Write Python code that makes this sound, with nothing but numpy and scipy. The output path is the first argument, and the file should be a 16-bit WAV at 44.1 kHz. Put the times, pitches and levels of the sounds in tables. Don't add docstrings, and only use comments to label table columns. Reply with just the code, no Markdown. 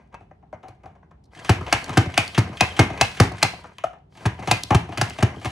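import sys
import numpy as np
from scipy import signal
from scipy.fft import rfft, irfft, next_fast_len
from scipy.io import wavfile
from scipy.ndimage import uniform_filter1d

SR = 44100
rng = np.random.default_rng(int(sys.argv[2]) if len(sys.argv) > 2 else 0)


def materialize(psi):
    bounded = np.clip(np.atleast_2d(psi).T, -1, 1)
    quanta = np.round(bounded * 32767).astype(np.int16)
    wavfile.write(sys.argv[1], SR, quanta)


N = 242991

# pitch_hz, level_db, t60_s
FRAME_MODES = [(250, 6, 0.024), (330, 10, 0.045), (382, 1.5, 0.054), (470, -10, 0.013), (495, 6, 0.018),
               (620, -17.5, 0.03), (700, -13, 0.044), (739.5, 1, 0.065), (784, -10.5, 0.15),
               (830, -13, 0.046), (990, 0, 0.009), (1000, -8, 0.073), (1070, 4, 0.027),
               (1206, -10.5, 0.039), (1283, 2.5, 0.0096), (1612, 18.5, 0.01), (2080, -12.5, 0.0084),
               (2110, 0, 0.065), (2300, 5.5, 0.023), (2550, 12.5, 0.012), (2905, -2.5, 0.076),
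               (3130, -5, 0.018), (3440, -10, 0.0058), (3940, -22.5, 0.0021)]
# frequency_hz, level_db
CRACK_COLOUR = [(2500, -18.5), (3600, -2), (4500, 4), (5500, -3), (7000, -6), (9000, -5.5), (11000, -9),
                (13000, -3), (15500, -29), (16500, -44)]
# frequency_hz, level_db
RUB_COLOUR = [(200, -8.5), (350, -17.5), (520, -3.5), (750, -2.5), (1100, -2.5), (1600, -6.5), (2400, -6.5),
              (3200, -16.5), (4200, -29), (6000, -19), (9000, -39.5)]
# start_s, thud_db, clack_over_thud_db, hollow_hz, rattle_s
LANDINGS = [(1.493, -6, -3, 873, 0.009), (1.972, -5.5, -1.5, 805, 0.0094), (2.3779, -5.5, -7.5, 885, 0.014),
            (2.792, -5, 0.3, 815, 0.0085), (3.2008, -3, -1, 894, 0.0055), (4.255, -11, -6.5, 887, 0.014),
            (4.7462, -5.5, -7, 900, 0.01), (5.226, -7.5, -6, 800, 0.0087)]
# start_s, clack_db, clack_hz, hollow_db, hollow_hz, crack_db, thud_db
RETURNS = [(1.7261, -3, 2110, -6.5, 790, -12, -24), (2.177, -2, 2320, -7.5, 787, -9.5, -20.5),
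           (2.608, -1, 2480, -3.5, 838, -8, -17.5), (3.0116, -3, 2550, -6.5, 880, -10, -19),
           (3.4278, -2.5, 2530, -6, 880, -8.5, -20.5), (4.5124, -5, 2550, -5.5, 849, -12, -15.5),
           (5.0135, -10, 1970, -10.5, 830, -17, -17.5), (5.447, -21, 2360, -27.5, 915, -33, -27.5)]
# start_s, hollow_db, clack_db, loose_chatter_db
SCRAPES = [(0.126, -45, -56, 12), (.63, -36.5, -49.5, 2), (.899, -49, -74, 9), (1.664, -35, -26, -4),
           (2.1399, -37, -25, -21), (2.347, -41, -25, 0), (2.572, -48, -31.5, -12), (2.766, -33, -25.5, 12),
           (2.975, -37.5, -28, -18.5), (3.171, -41, -29.5, -2), (3.3914, -51, -38.5, -5),
           (4.922, -27, -33.5, -8)]

HAZE_S = 0.0098
HOLLOW_HZ, CLACK_HZ = 950, 2527
CHATTER_TOP_HZ = 13100
KNOCK_SAMPLES = 8192
KNOCK_BINS_HZ = np.fft.rfftfreq(KNOCK_SAMPLES, 1 / SR)


def blows():
    # start_s, crack_db, crack_hz, rattle_s
    clicks = [(0.684, -48.5, 6960, 0.0039), (1.239, -62.5, 5030, 0.0076), (1.253, -66, 5000, 0.011),
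              (1.842, -30, 5560, 0.0049), (1.905, -36, 5500, 0.0044), (2.279, -30.5, 6640, 0.0028),
              (3.319, -43, 6000, 0.0067), (4.6354, -22, 4800, 0.0033), (4.689, -46, 4540, 0.0027),
              (5.098, -34.5, 7000, 0.0042), (5.108, -53, 6500, 0.0024), (5.399, -52, 4960, .003)]
    # start_s, hollow_db, hollow_hz, clack_db, thud_db, rattle_s, loose_chatter_db
    taps = [(0.1418, -29, 950, -41, -66, 0.009, -21), (0.207, -40.5, 684, -58, -46, 0.0029, 1),
            (0.311, -37.5, 604, -76, -54, 0.0031, -33), (0.427, -46, 795, -77, -60, 0.011, -15),
            (0.528, -28, 620, -51, -42, 0.0039, -12), (0.682, -38, 666, -47, -45, 0.013, -10),
            (0.835, -38.5, 605, -58, -45, 0.0098, -7), (0.858, -35.5, 720, -48, -48, 0.005, -11),
            (0.951, -46.5, 740, -63, -65, 0.012, -3), (1.0275, -43, 1100, -78, -73, 0.0041, -32),
            (1.1085, -42, 1070, -59, -65, 0.012, -15), (1.36, -41.5, 720, -44, -43, 0.0065, -9),
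            (1.379, -66, 700, -64, -47, 0.0056, -21), (1.414, -41, 750, -50, -51, .005, -18),
            (1.447, -35, 1070, -28, -49, 0.005, -2), (1.608, -27.5, 1210, -39, -27.5, 0.01, -4.5),
            (1.68, -33.5, 850, -35.5, -53, 0.0056, -7), (1.695, -56, 840, -39, -53, .006, -19),
            (1.735, -15, 763, -18, -55, 0.0057, -19), (1.88, -29.5, 710, -46, -32, 0.005, 5),
            (1.893, -20, 1250, -25.5, -25.5, 0.0053, -10), (1.938, -37, 660, -31, -36, 0.0042, -12),
            (2.0593, -29, 584, -32, -26, 0.0058, -27), (2.11, -47, 760, -41, -46, 0.0035, -9),
            (2.191, -37, 760, -25, -49, 0.0044, 0), (2.4891, -42, 670, -41, -31, 0.0064, -6),
            (2.531, -45, 750, -43, -53, 0.0034, -3), (2.902, -29, 706, -31.5, -31, 0.0047, -3),
            (3.315, -26, 736, -47, -29.5, 0.007, -16), (3.357, -48, 756, -40, -53, .004, -12),
            (3.533, -32, 736, -41, -45, 0.0031, -11.5), (3.642, -33, 1360, -48, -50, 0.0045, -16),
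            (3.784, -35, 1000, -29.5, -53.5, 0.0028, -20.5), (3.8382, -21, 688, -26.5, -41, 0.0081, -11.5),
            (3.931, -40.5, 710, -50.5, -68.5, 0.0051, -4.5), (4.152, -48, 800, -47, -58, .004, -3),
            (4.172, -43, 890, -41, -49, 0.0065, 0), (4.205, -42, 716, -47, -48, 0.0098, -13),
            (4.39, -29, 714, -36.5, -30.5, 0.019, -28), (4.425, -36, 720, -40.5, -37.5, 0.0053, 15),
            (4.474, -17.5, 860, -19.5, -20.5, 0.0064, -2.5), (4.7061, -8.5, 830, -15, -12.5, 0.0064, -4.5),
            (4.889, -31.5, 790, -41, -29, 0.012, -18), (4.974, -23.5, 1440, -19, -26, 0.0088, -18),
            (4.9825, -22.5, 650, -17.5, -24.5, 0.0024, -14.5), (5.106, -31.5, 725, -26.5, -38, 0.0029, -23),
            (5.186, -21.5, 665, -25, -31, 0.0088, -8.5), (5.363, -37, 710, -59, -30.5, 0.0042, -17),
            (5.414, -38, 750, -35.5, -48, 0.0034, 1), (5.4554, -21.5, 776, -21.5, -25, 0.0065, -7.5)]
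    crack_hz = 6000
    # start_s, clack_db, clack_hz, thud_db, shell_db, hollow_db, hollow_hz,
    # crack_db, crack_hz, rattle_s, loose_chatter_db
    rows = [(s, thud + hard, 1857, thud, thud + hard + 0.63, thud + hard / 2 - 1.5, hollow_hz,
             thud + hard - 9, crack_hz, rattle_s, -12) for s, thud, hard, hollow_hz, rattle_s in LANDINGS]
    rows += [(s, clack, clack_hz, thud, thud - 1, hollow, hollow_hz, crack, crack_hz, 0.0064, -17.5)
             for s, clack, clack_hz, hollow, hollow_hz, crack, thud in RETURNS]
    rows += [(s, crack - 19.5, CLACK_HZ, crack - 14.5, crack - 14.5, crack - 18, HOLLOW_HZ,
              crack, hz, rattle_s, -29) for s, crack, hz, rattle_s in clicks]
    rows += [(s, clack, CLACK_HZ, hollow - 9.5, hollow - 9.5, hollow, 800,
              clack - 14, crack_hz, 0.008, loose) for s, hollow, clack, loose in SCRAPES]
    rows += [(s, clack, CLACK_HZ, thud, thud - 1.5, hollow, hz, clack - 10.5, crack_hz, rattle_s, loose)
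             for s, hollow, hz, clack, thud, rattle_s, loose in taps]
    return rows


def knocks():
    scrape_times = [row[0] for row in SCRAPES]
    stop_times = [row[0] for row in LANDINGS + RETURNS]
    dull = 1 / np.sqrt(1 + (KNOCK_BINS_HZ / CHATTER_TOP_HZ) ** 16)
    out = np.zeros(N + 2 * KNOCK_SAMPLES)
    for (s, clack_db, clack_hz, _, shell_db, hollow_db, hollow_hz,
         crack_db, crack_hz, rattle_s, loose_db) in blows():
        modes = struck_modes(hollow_hz, clack_hz)
        hardness = (s not in scrape_times) * np.clip((hollow_db + 35) / 6, 0, 1)
        haze_db = -28 if s in stop_times else -43
        haze, attack, rattle, loose = contacts(haze_db, hardness, rattle_s, loose_db)
        rings = frame_ring(modes, haze, attack + rattle, loose)
        crack_eq_db = along(CRACK_COLOUR, KNOCK_BINS_HZ) - 3.5 * octaves(KNOCK_BINS_HZ + 1, crack_hz)
        crack = (rattle + .3 * attack + dull * (loose + .3 * haze)) * undb(crack_eq_db)
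        layers = irfft([*rings, crack], KNOCK_SAMPLES)[:, :-1024]
        levels_db = (shell_db + 2, hollow_db + 1.5, clack_db + 0.5, crack_db + 7.5)
        i = int((s - HAZE_S - .0011) * SR)
        out[i:i + layers.shape[1]] += sum(peak(layer, db) for layer, db in zip(layers, levels_db))
    return out[:N]


def contacts(haze_db, hardness, rattle_s, loose_db):
    t = np.arange(5120) / SR
    after = np.maximum(t - HAZE_S, 0)
    haze = undb(haze_db) * (1 - np.exp(-t / 0.00092)) * (t < HAZE_S + .002)
    attack = hardness * undb(11) * np.exp(-((t - HAZE_S - .0008) / 0.00013) ** 2)
    rise = 1 - np.exp(-(after / max(0.26 * rattle_s, .0002)) ** 2)
    rattle = rise * np.exp(-(after / max(rattle_s, .0005)) ** 2.56)
    loose = undb(loose_db) * (1 - np.exp(-after / 0.0013)) * np.exp(-after / 0.031)
    grit = rng.standard_normal(len(t)) * undb(3.8 * rng.standard_normal(len(t)))
    return rfft([grit * haze, attack, grit * rattle, grit * loose], KNOCK_SAMPLES)


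def struck_modes(hollow_hz, clack_hz):
    cavity, panel = (HOLLOW_HZ, -4.5, 0.053), (CLACK_HZ, -2.5, 0.023)  # pitch_hz, level_db, t60_s
    hz, db, t60 = np.transpose(FRAME_MODES + [cavity, panel])[:, :, None]
    region = np.searchsorted([500, 1500], hz)
    spot_db = -27 * octaves(hz, hollow_hz) * (region == 1) - 14 * octaves(hz, clack_hz) * (region == 2)
    spot_db += 1.6 * rng.standard_normal(hz.shape)
    pitch = hz * (1 + 0.016 * rng.standard_normal(hz.shape))
    pitch[-2:, 0], spot_db[-2:] = (hollow_hz, clack_hz), 0
    return pitch, db + spot_db, t60, region


def frame_ring(modes, haze, hit, loose):
    # low_hz, high_hz, delay_s, haze_gain
    regions = [(215, 770, 0.00341, .1), (462, 2200, 0.00202, 0.66), (1210, 7200, 0.00019, 2.3)]
    pitch, db, t60, region = modes
    t = np.arange(1536) / SR
    swing = undb(db) * np.sin(2 * np.pi * pitch * t)
    drive = np.interp(pitch, KNOCK_BINS_HZ, np.abs(hit))
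    evening = (np.mean(drive) / (drive + 0.52 * np.mean(drive))) ** 0.91
    free = swing * evening * 1000. ** (-t / t60)
    damped = swing * 1000. ** (-t / (0.2 * t60))
    rings = []
    for k, (low_hz, high_hz, delay_s, haze_gain) in enumerate(regions):
        inside = region[:, 0] == k
        struck = (hit + haze_gain * haze) * rfft(free[inside].sum(axis=0), KNOCK_SAMPLES)
        chatter = 2.55 * loose * rfft(damped[inside].sum(axis=0), KNOCK_SAMPLES)
        _, band = signal.freqz(*signal.butter(3, [low_hz, high_hz], "band", fs=SR), KNOCK_BINS_HZ, fs=SR)
        rings.append((struck + chatter) * band * np.exp(-2j * np.pi * KNOCK_BINS_HZ * delay_s))
    return rings


def counter_thuds():
    counter_hz, legs_s, rock_s = 105.5, 0.0028, .005
    t = np.arange(5120) / SR
    cycles = counter_hz * t + 0.66 * (1 - np.exp(-(t / 0.0057) ** 2.36))
    rise = 1 - np.exp(-(t / 0.0042) ** 2)
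    fall = np.exp(-(t / 0.029) ** 3) + 0.2 * np.exp(-t / 0.017)
    thud = rise * fall * np.sin(2 * np.pi * cycles)
    out = np.zeros(N + len(t))
    for s, _, _, thud_db, *_ in blows():
        delay_s = legs_s + rock_s * np.clip((-11 - thud_db) / 6, 0, 1)
        i = int((s - .0011 + delay_s) * SR)
        out[i:i + len(t)] += undb(thud_db) * thud
    return out[:N]


def housing_tones():
    # start_s, pitch_hz, level_db, swell_s, t60_s
    tones = [(.144, 2580, -48, .003, .12), (.145, 930, -36, .003, .07), (.53, 640, -36, .002, .04),
             (.632, 740, -41, 0.013, 0.28), (.855, 750, -40.5, .006, .1), (1.7355, 770, -9.5, .003, .05),
             (1.735, 2130, -23, .003, .06), (1.894, 1180, -26, .002, .04), (2.18, 2450, -22, .004, .1),
             (2.611, 2560, -19, .004, .1), (2.903, 740, -35, .002, .06), (3.013, 770, -11, .004, .07),
             (3.013, 2560, -14.5, .003, .1), (3.43, 2550, -21, .003, .1), (3.43, 770, -15, .003, .07),
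             (3.839, 1280, -26, 0.0014, .035), (3.84, 686, -16.5, 0.0041, 0.022),
             (3.853, 742, -34, .006, 0.29), (4.515, 2520, -21, .003, .1), (4.712, 830, -12.5, 0.007, 0.14),
             (5.188, 720, -32.5, .004, .08)]
    t = np.arange(8192) / SR
    out = np.zeros(N + len(t))
    wandering_time = np.cumsum(np.append(1 + .035 * walk(140), np.ones(len(t)))) / SR
    for s, hz, db, swell_s, t60 in tones:
        i = int(s * SR)
        envelope = (1 - np.exp(-(t / swell_s) ** 2)) * 1000. ** (-t / t60)
        cycles = hz * (wandering_time[i:i + len(t)] - wandering_time[i]) + rng.random()
        out[i:i + len(t)] += peak(envelope, db) * np.sin(2 * np.pi * cycles)
    return out[:N] * undb(3.5 * np.clip(walk(110), -2, 2))


def strokes():
    # start_s, end_s, rub_db, hiss_db
    bouts = [(-.2, 0.002, -55, -82), (0.104, .26, -93, -102), (0.52, 0.68, -61, -82),
             (0.807, 0.952, -72, -97), (1.299, 3.531, -42.5, -52), (4.091, 5.6, -45.5, -54)]
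    speed_up_s, settle_s = 0.19, 0.084
    t = np.arange(N) / SR
    # time_s, level_db
    push = [(s, 1) for s, *_ in bouts] + [(s, 1) for s, *_ in RETURNS] + [(s, 0) for s, *_ in LANDINGS]
    lift = [(s + .01, -22) for s, *_ in LANDINGS] + [(s - .01, -1.5) for s, *_ in RETURNS]
    blade = undb(np.interp(t, *np.transpose(sorted(push + lift))))
    rub, hiss = np.zeros((2, N))
    for start_s, end_s, rub_db, hiss_db in bouts:
        swell = np.clip((t - start_s) / speed_up_s, 0, 1) ** 1.22
        moving = swell * np.exp(-np.maximum(t - end_s, 0) / settle_s)
        rub += undb(rub_db) * moving
        hiss += undb(hiss_db) * moving * blade
    return rub, hiss


def rail_rub(rub_gain):
    grit = rng.standard_normal(N) * undb(3.13 * rng.exponential(size=N) + 5.64 * np.clip(walk(45), -2, 1.6))
    t = np.arange(4096) / SR
    hz, db, t60 = np.transpose(FRAME_MODES)[:, :, None]
    mode_gain = undb(along(RUB_COLOUR, hz) + 0.32 * db) / np.sqrt(t60)
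    modes = mode_gain * np.sin(2 * np.pi * hz * t) * 1000. ** (-t / (1.7 * t60))
    ring = signal.fftconvolve(grit, modes.sum(axis=0))[:N]
    start_s, _, _, _, _, hollow_db, *_ = np.transpose(blows())
    chatter = dying(start_s, hollow_db - 14, decay_s=0.018)
    return (rub_gain + chatter) * (undb(-4) * unit(colour(grit, RUB_COLOUR)) + undb(-2.5) * unit(ring))


def blade_hiss():
    hiss = rng.standard_normal(N) * undb(1.5 * walk(50))
    dulled = signal.sosfilt(signal.butter(6, CHATTER_TOP_HZ, fs=SR, output="sos"), hiss)
    return unit(colour(dulled, CRACK_COLOUR))


def crunch():
    snaps_per_s, decay_s = 17, 0.0067
    snaps = (rng.random(N) < snaps_per_s / SR) * undb(1.9 * rng.exponential(size=N))
    bursts = signal.lfilter([1], [1, -np.exp(-1 / (decay_s * SR))], snaps) * rng.standard_normal(N)
    crisp = [(700, -21.5), (1500, 6), (3000, -0.5), (5000, -8), (9000, -8.5), (13000, -29.5)]
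    return unit(colour(bursts, crisp))


def plunger_rasp(hiss_gain):
    pitch_hz, width_hz = 3140, 170
    start_s, _, clack_db, _ = np.transpose(SCRAPES)
    grit = rng.standard_normal(N) * undb(5.8 * np.clip(walk(130), -2, 2))
    ring = signal.lfilter(*signal.iirpeak(pitch_hz, pitch_hz / width_hz, fs=SR), grit)
    return unit(ring) * (hiss_gain + dying(start_s, clack_db - 10, decay_s=0.0038))


def counter_shudder():
    bass = [(30, -44.5), (50, -11.5), (80, 12.5), (110, 5.5), (170, 4), (260, -11.5), (500, -47.5)]
    rumble = unit(colour(rng.standard_normal(N), bass))
    start_s, _, _, thud_db, *_ = np.transpose(blows())
    return rumble * (undb(-59) + dying(start_s, thud_db - 16.5, decay_s=0.059))


def room(x):
    # frequency_hz, t60_s
    decay = [(100, 0.53), (500, 0.31), (1500, 0.28), (4000, 0.34), (9000, 0.29), (15000, 0.26)]
    # frequency_hz, level_db
    wet_colour = [(100, -9.5), (400, -24.5), (1000, -17.5), (1900, -9), (2600, -11), (3600, -14),
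                  (6000, -21), (11000, -24), (13500, -40.5)]
    t = np.arange(24576) / SR
    noise, tail = diffuse(len(t)), 0
    for hz in 62.5 * 2. ** np.arange(9):
        band = colour(noise, [(hz / 2, -60), (hz / 1.5, -6), (hz, 0), (hz * 1.5, -6), (hz * 2, -60)])
        tail = tail + band * 1000. ** (-t / along(decay, hz))
    tail = colour(tail * (1 - np.exp(-t / 0.0035)), wet_colour) * undb(-19.5)
    return signal.fftconvolve(x[None], tail, axes=1)[:, :N]


def appliance_hum():
    # frequency_hz, level_db
    hum_colour = [(25, -13.5), (62, 11.5), (90, -15), (120, 3), (170, 4), (300, -9.5), (400, -4.5),
                  (520, -15.5), (760, -7.5), (1100, -20.5), (1600, -30), (3000, -33.5), (6000, -46.5),
                  (14000, -71)]
    return undb(-55.5) * unit(colour(diffuse(next_fast_len(N))[:, :N], hum_colour))


def stereo_placement(x):
    # frequency_hz, phase_rad
    phase_lead = [(0, 0), (150, -.04), (400, -.25), (860, -.55), (1640, -.2), (2700, -1), (4200, -.3),
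                  (6800, -.4), (10200, -1.5), (12000, -2.7), (14000, -3.1)]
    # frequency_hz, level_db
    balance = [(60, 0), (110, .4), (200, 1), (380, 2.5), (700, 4.5), (1290, 2), (2380, 1), (4400, 0),
               (15000, 0)]
    size = next_fast_len(N)
    hz = np.fft.rfftfreq(size, 1 / SR)
    left = np.sqrt(undb(along(balance, hz))) * np.exp(.5j * along(phase_lead, hz))
    return irfft(rfft(x, size) * np.array([left, 1 / left]), size)[:, :N]


def diffuse(size):
    # frequency_hz, correlation
    likeness = [(60, 1.0), (130, 1), (290, 0.92), (640, -0.36), (1410, 0.23), (3100, -0.36), (6820, 0.2),
                (15000, 0.94)]
    correlation = np.clip(along(likeness, np.fft.rfftfreq(size, 1 / SR)), -.98, 1)
    mid, side = rfft(rng.standard_normal((2, size))) * np.sqrt([1 + correlation, 1 - correlation])
    return irfft([mid + side, mid - side], size) / 2


def undb(db):
    return 10 ** (np.asarray(db) / 20)


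def octaves(hz, centre_hz):
    return np.abs(np.log2(hz / centre_hz))


def along(table, hz):
    frequencies, values = np.transpose(table)
    return np.interp(np.log(hz + 1), np.log(frequencies + 1), values)


def colour(x, table):
    size = next_fast_len(x.shape[-1])
    gain = undb(along(table, np.fft.rfftfreq(size, 1 / SR)))
    return irfft(rfft(x, size) * gain, size)[..., :x.shape[-1]]


def unit(x):
    return x / np.sqrt(np.mean(x ** 2))


def peak(x, db):
    return x * undb(db) / np.max(np.abs(x))


def walk(rate_hz):
    hold = int(SR / rate_hz)
    return uniform_filter1d(np.repeat(rng.standard_normal(N // hold + 1), hold), hold)[:N]


def dying(times, levels_db, decay_s):
    kicks = np.zeros(N)
    np.add.at(kicks, (np.array(times) * SR).astype(int), undb(levels_db))
    return signal.lfilter([1], [1, -np.exp(-1 / (decay_s * SR))], kicks)


def scene():
    frame = knocks()
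    rub_gain, hiss_gain = strokes()
    rub, hiss = rail_rub(rub_gain), blade_hiss()
    counter = counter_thuds() + counter_shudder()
    hiss_gain *= undb(1.5 * np.clip(walk(18), -2, 1.5))
    cutting = hiss_gain * (hiss + undb(2.5) * crunch())
    slicer = frame + rub + cutting + plunger_rasp(hiss_gain) + housing_tones()
    return stereo_placement(slicer + counter) + room(slicer) + appliance_hum()


def record(dry):
    low_cut_hz, top_hz = 45, 16600
    thinned = signal.sosfilt(signal.butter(3, low_cut_hz, "high", fs=SR, output="sos"), dry)
    rounded = np.tanh(1.037 * thinned) / 1.071
    return signal.sosfilt(signal.ellip(10, .2, 80, top_hz, fs=SR, output="sos"), rounded)


dry = scene()
out = record(dry)
materialize(out)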